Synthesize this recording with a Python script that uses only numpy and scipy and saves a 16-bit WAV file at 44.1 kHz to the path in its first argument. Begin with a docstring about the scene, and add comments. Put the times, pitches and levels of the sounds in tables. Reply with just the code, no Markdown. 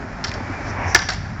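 """A concrete skate park, close on a moving skateboard. Grit makes the wheels roar over a low rumble and
the hum of the loaded deck. The tail pops; the wheels sing, thump over bumps and hiss as they slip.
Then the deck slams down hard enough to overload the microphone, with lighter clacks and scrapes of
wood and metal trucks before and after. The ramps answer with a short echo."""
import sys
import numpy as np
from scipy import signal
from scipy.fft import rfft, irfft, next_fast_len
from scipy.io import wavfile
from scipy.ndimage import map_coordinates

SR = 44100
rng = np.random.default_rng(int(sys.argv[2]) if len(sys.argv) > 2 else 0)


def transcribe(signal):
    """Save signal, clipped to [-1, 1], as a 16-bit WAV file at the path in sys.argv[1]."""
    frames = np.atleast_2d(signal).T
    limited = np.clip(frames, -1, 1)
    pcm = np.round(limited * 32767).astype(np.int16)
    wavfile.write(sys.argv[1], SR, pcm)


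N = 61739

# swell of the wheel roar: time_s, level_db
ROAR_LEVEL = [(0, -36.5), (.2, -35), (.34, -33), (.6, -31.5), (.75, -30), (.83, -25.5), (.93, -28),
              (1.02, -31), (1.07, -37), (1.2, -38), (1.4, -37)]
# wheels on concrete, rolling lightly and rolling hard: frequency_hz, level_db
LIGHT_ROAR_COLOUR = [(200, 0), (470, -19), (760, 2.5), (1100, -1), (1800, -0.5), (2050, -5), (2380, -7.5),
                     (2800, -18), (3700, -23), (5300, -18.5), (6200, -24.5), (7400, -27.5)]
HARD_ROAR_COLOUR = [(200, -8.5), (500, -8), (760, 2.5), (1000, 2.5), (1250, -5.5), (1700, -1), (2400, -5),
                    (3200, -26), (4200, -30.5), (5500, -22.5), (7400, -42.5)]
# swells of the low rumble and the deck's drone: time_s, level_db
RUMBLE_LEVEL = [(0, -35.5), (.25, -32.5), (.45, -31.5), (.57, -33), (.72, -29), (.88, -30.5), (.98, -30.5),
                (1.12, -29.5), (1.4, -29)]
DRONE_LEVEL = [(0, -34.5), (.16, -40), (.32, -35), (.55, -36), (.65, -35), (.83, -34.5), (.92, -38),
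               (1.08, -42.5), (1.4, -49)]
# tone of the rumble and the drone: frequency_hz, level_db
RUMBLE_COLOUR = [(20, -31.5), (35, -9.5), (53, 3), (68, -7), (88, 4), (120, -5), (180, -6), (270, -19),
                 (450, -30.5), (1200, -65.5)]
DRONE_COLOUR = [(100, -23.5), (170, -7), (255, 4), (320, -4), (405, -2.5), (490, -8), (600, -2.5),
                (720, -6.5), (1100, -40.5)]
# ring of the tail, the deck and the trucks: pitch_hz, level_db, t60_s
TAIL_MODES = [(1380, -5, .075), (3160, -9, 0.062), (4220, -8.5, 0.044), (4810, -7, 0.039),
              (5260, -0.5, 0.037), (5940, -9.5, 0.043)]
DECK_MODES = [(354, -16.5, 0.043), (739, -15.5, 0.035), (1075, -23, 0.052), (1433, -14.5, 0.037),
              (1660, -29.5, 0.12), (1757, -7.5, 0.038), (2123, -10.5, 0.029), (2343, -20, 0.044)]
TRUCK_MODES = [(3170, -11.5, 0.021), (4544, -9.5, 0.052), (4980, -12.5, 0.04), (5390, -8.5, 0.081),
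               (5640, -14.5, 0.079)]
# clacks of the board: start_s, wood_db, metal_db, length_ratio, pitch_ratio
CLACKS = [(0.2437, -22.5, -20.5, 1.24, 1.06), (0.3159, -17, -41, 0.17, 1.38),
          (0.339, -32.5, -29, 1.2, 1.02), (0.9472, -12, -2.5, 0.64, 1.084), (0.9591, -11.5, -9, 0.64, 1.07),
          (0.9718, -40, -24.5, 0.63, 0.81), (0.9899, -23.5, -14, 0.5, 0.85), (1.0009, -30.5, -39, 1.4, 1.1),
          (1.0198, -23, -37, 0.82, 1.21), (1.0875, -20, -14.5, 1.2, .96), (1.1020, -26, -17.5, 1.02, 1),
          (1.119, -25, -39, 1.3, 1.2), (1.134, -36, -25.5, 0.82, 1.6)]
# rattle of struck wood and metal: frequency_hz, level_db
WOOD_COLOUR = [(150, -17), (350, -10), (520, -10.5), (750, -1.5), (1050, -8), (1560, 2.5), (1850, 0.5),
               (2150, -9), (2900, -12.5), (4500, -18)]
METAL_COLOUR = [(1500, -33.5), (2700, -5), (3500, -5.5), (4500, 3.5), (4900, 0), (5350, 4.5), (5850, -4),
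                (6400, -11), (7400, -12)]
# brief scrapes of the board: start_s, length_s, level_db
SCRAPES = [(0.253, 0.061, -33.5), (0.631, 0.1, -47), (0.957, 0.055, -66), (1.109, 0.065, -36)]
# decay of the echo off the ramps: frequency_hz, t60_s
RAMP_DECAY = [(200, 0.13), (1500, 0.88), (5000, 0.69), (9000, 0.51)]
# wheels hitting bumps: start_s, level_db, pitch_hz
THUMPS = [(.403, -13, 820), (0.406, -15.5, 246), (0.425, -15, 93.5), (0.497, -13, 270),
          (0.858, -14.5, 89.6)]
# swells of the sideways wheel hiss: time_s, level_db
SCRUB_LEVEL = [(.56, -66), (.66, -51), (.705, -40), (.745, -60.5), (.85, -50), (.905, -34), (.935, -40),
               (.99, -63)]
# tone of that hiss: frequency_hz, level_db
SCRUB_COLOUR = [(3500, -24), (4900, -15), (5450, 0), (5950, -1.5), (6300, -8.5), (7400, -18)]
# the rider's weight coming down: start_s, level_db, tilt_db_per_octave
LANDINGS = [(.9590, -13.5, -7), (.9905, -33, 10), (1.0885, -27.5, 7), (1.1150, -19, -5)]
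# ring of the deck under that weight: pitch_hz, level_db, t60_s
LOADED_DECK_MODES = [(745, -4.5, 0.096), (1562, -1.5, 0.14), (1630, -16, 0.06), (2060, -1, 0.045)]
# steep treble cut above 7.4 kHz that dulls the whole sound: frequency_hz, gain_db
TREBLE_CUT = [(7400, 0), (7900, -17), (8800, -20), (9400, -70)]
# gentle treble dip after the overload: frequency_hz, gain_db
TREBLE_DIP = [(7000, 0), (9000, -6), (16000, -3)]

GRIT_PER_S = 1400
WOOD_T60_S, METAL_T60_S = .086, .031
SNAP_ATTACK_S, DECK_ATTACK_S = .0003, .002


def amp(db):
    return 10 ** (np.asarray(db) / 20)


def unit(x):
    """x at rms 1."""
    return x / np.sqrt(np.mean(x ** 2) + 1e-20)


def along(points, hz):
    """(frequency_hz, value) points read on a log axis."""
    knots_hz, values = np.transpose(points)
    return np.interp(np.log(hz + 1), np.log(knots_hz + 1), values)


def curve(points):
    """(time_s, value) points drawn out to one value per sample."""
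    return np.interp(np.arange(N) / SR, *np.transpose(points))


def wobble(knots_per_s):
    """A smooth random drift."""
    return map_coordinates(rng.standard_normal(1000), [np.arange(N) * knots_per_s / SR], mode="mirror")


def filtered(x, response):
    """x through an EQ whose gain is response(hz)."""
    size = next_fast_len(len(x) + 8192)
    return irfft(rfft(x, size) * response(np.fft.rfftfreq(size, 1 / SR)), size)[:len(x)]


def coloured(x, colour):
    """x shaped by a tone colour, at rms 1."""
    return unit(filtered(x, lambda hz: amp(along(colour, hz))))


def burst(colour, t, t60, pitch=1):
    """Decaying noise: a dense cluster of resonances dying together."""
    return coloured(rng.standard_normal(len(t)), np.multiply(colour, [pitch, 1])) * amp(-60 * t / t60)


def ring(modes, t):
    """Damped modes struck together, neighbours swinging in opposite directions."""
    return sum((-1) ** k * amp(db - 60 * t / t60) * np.sin(2 * np.pi * hz * t)
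               for k, (hz, db, t60) in enumerate(modes))


def attack(t, rise_s):
    return 1 - np.exp(-t / rise_s)


def add(track, start_s, sound):
    part = track[round(start_s * SR):][:len(sound)]
    part += sound[:len(part)]


def wheel_roar(grit_share=.27, light_db=-31, hard_db=-28):
    """Grit in the concrete shakes wheels and deck; the louder roll crossfades to the hard colour."""
    level_db = curve(ROAR_LEVEL)
    grit = unit((rng.random(N) < GRIT_PER_S / SR) * rng.standard_normal(N))
    ground = np.sqrt(grit_share) * grit + np.sqrt(1 - grit_share) * rng.standard_normal(N)
    hard = np.clip((level_db - light_db) / (hard_db - light_db), 0, 1)
    roar = (1 - hard) * coloured(ground, LIGHT_ROAR_COLOUR) + hard * coloured(ground, HARD_ROAR_COLOUR)
    return roar * amp(level_db + .8 * wobble(45.34))


def rumble():
    """Wheels and moving air lay down a low, lumpy bed."""
    level_db = curve(RUMBLE_LEVEL) + .62 * wobble(20.1)
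    return coloured(rng.standard_normal(N), RUMBLE_COLOUR) * amp(level_db)


def deck_drone():
    """The deck hums under the rider's weight and falls away after the slam."""
    level_db = curve(DRONE_LEVEL) + 1.8 * wobble(34.96)
    return coloured(rng.standard_normal(N), DRONE_COLOUR) * amp(level_db)


def tail_pop(start_s=.2405, level_db=-18, crack_db=.5):
    """The tail cracks against the concrete and rings brightly."""
    track, t = np.zeros(N), np.arange(SR // 4) / SR
    crack = amp(crack_db) * burst(METAL_COLOUR, t, t60=.014)
    add(track, start_s, amp(level_db) * (ring(TAIL_MODES, t) + crack) * attack(t, SNAP_ATTACK_S))
    return track


def clacks(deck_ring_db=-8, truck_ring_db=-3):
    """A wooden knock and a bright snap of the trucks, the rattle pitched by where the board is hit."""
    track, t = np.zeros(N), np.arange(SR // 4) / SR
    for start_s, wood_db, metal_db, length, pitch in CLACKS:
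        choke = amp(-60 * t / METAL_T60_S * max(1 / length - 1, 0))  # short clacks ring less
        wood = burst(WOOD_COLOUR, t, WOOD_T60_S * length, pitch)
        wood += amp(deck_ring_db) * ring(DECK_MODES, t) * choke
        metal = burst(METAL_COLOUR, t, METAL_T60_S * length, pitch)
        metal += amp(truck_ring_db) * ring(TRUCK_MODES, t) * choke
        add(track, start_s, (amp(wood_db) * wood + amp(metal_db) * metal) * attack(t, SNAP_ATTACK_S))
    return track


def scrapes(hiss_gain=.09):
    """The board scrapes with a gritty, metallic sizzle that swells and fades."""
    track = np.zeros(N)
    for start_s, length_s, level_db in SCRAPES:
        n = round(length_s * SR)
        grit = (rng.random(n) < GRIT_PER_S / SR) * rng.standard_normal(n)
        hiss = hiss_gain * rng.standard_normal(n)
        swell = np.sin(np.pi * np.arange(n) / n)
        add(track, start_s, amp(level_db) * coloured(grit + hiss, METAL_COLOUR) * swell)
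    return track


def ramp_echo(send, predelay_s=.019):
    """The concrete ramps scatter a short reverb that hangs longest in the mids."""
    hz, t, bands = signal.stft(rng.standard_normal(SR * 3 // 4), SR, nperseg=256)
    decay = amp(-60 * t / along(RAMP_DECAY, hz)[:, None])
    impulse = signal.istft(bands * decay, SR, nperseg=256)[1]
    delayed = np.pad(send, (round(predelay_s * SR), 0))
    return signal.fftconvolve(delayed, impulse / np.linalg.norm(impulse))[:N]


def wheel_whine(start_s=.4, end_s=.72, pitch_hz=2296, wander_hz=42, flutter_db=3, under_roar_db=12):
    """The spinning wheels sing one unsteady note, tucked under the roar."""
    hz = pitch_hz + wander_hz * wobble(70)
    tone = unit(np.sin(2 * np.pi * np.cumsum(hz) / SR) * amp(flutter_db * wobble(70)))
    t = np.arange(N) / SR
    arch = np.sqrt(np.clip(4 * (t - start_s) * (end_s - t) / (end_s - start_s) ** 2, 0, 1))
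    return tone * arch * amp(curve(ROAR_LEVEL) - under_roar_db)


def wheel_thumps(rise_cycles=1, t60_cycles=13):
    """Each bump in the concrete shakes the loaded board for a few cycles."""
    track, t = np.zeros(N), np.arange(SR // 4) / SR
    for start_s, level_db, pitch_hz in THUMPS:
        cycles = pitch_hz * t
        envelope = amp(level_db - 60 * cycles / t60_cycles) * attack(t, rise_cycles / pitch_hz)
        add(track, start_s, envelope * np.sin(2 * np.pi * cycles))
    return track


def wheel_scrub():
    """The wheels hiss as they slip sideways."""
    return coloured(rng.standard_normal(N), SCRUB_COLOUR) * amp(curve(SCRUB_LEVEL) + wobble(130))


def deck_slam(start_s=.9482, level_db=10, crack_db=-18):
    """The deck hits the ground flat and rings in its wooden modes."""
    track, t = np.zeros(N), np.arange(SR // 4) / SR
    wood = ring(DECK_MODES, t) + amp(crack_db) * burst(WOOD_COLOUR, t, WOOD_T60_S)
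    add(track, start_s, amp(level_db) * wood * attack(t, DECK_ATTACK_S))
    return track


def rider_landings():
    """The rider's weight comes down and the deck rings hollow, each contact darker or brighter."""
    track, t = np.zeros(N), np.arange(SR // 4) / SR
    lowest_hz = LOADED_DECK_MODES[0][0]
    for start_s, level_db, tilt in LANDINGS:
        modes = [(hz, db + tilt * np.log2(hz / lowest_hz), t60) for hz, db, t60 in LOADED_DECK_MODES]
        add(track, start_s, amp(level_db) * ring(modes, t) * attack(t, DECK_ATTACK_S))
    return track


def scene(send_db=-14, pop_trim_db=-3.5, slam_send_db=-22):
    """A dry rolling bed under the hits and scrapes, which also feed the echo."""
    slam, pop = deck_slam(), tail_pop()
    clatter = clacks() + rider_landings() + scrapes()
    # the pop echoes less, so its bright ring stays short
    echo = ramp_echo(amp(send_db) * (clatter + amp(pop_trim_db) * pop) + amp(slam_send_db) * slam)
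    rolling = wheel_roar() + deck_drone() + wheel_whine() + wheel_scrub() + rumble() + wheel_thumps()
    return (rolling + slam + pop + clatter + echo)[None]


def record(dry):
    """A steep treble cut dulls the sound; the slam clips, its edge softened and the very top cut off."""
    ceiling, knee_hardness, top_hz = .72, 24, 16200
    dull = filtered(dry[0], lambda hz: amp(along(TREBLE_CUT, hz)))
    clipped = dull / (1 + np.abs(dull / ceiling) ** knee_hardness) ** (1 / knee_hardness)
    return filtered(
        clipped, lambda hz: amp(along(TREBLE_DIP, hz)) / np.sqrt(1 + (hz / top_hz) ** 120))[None]


dry = scene()
out = record(dry)
transcribe(out)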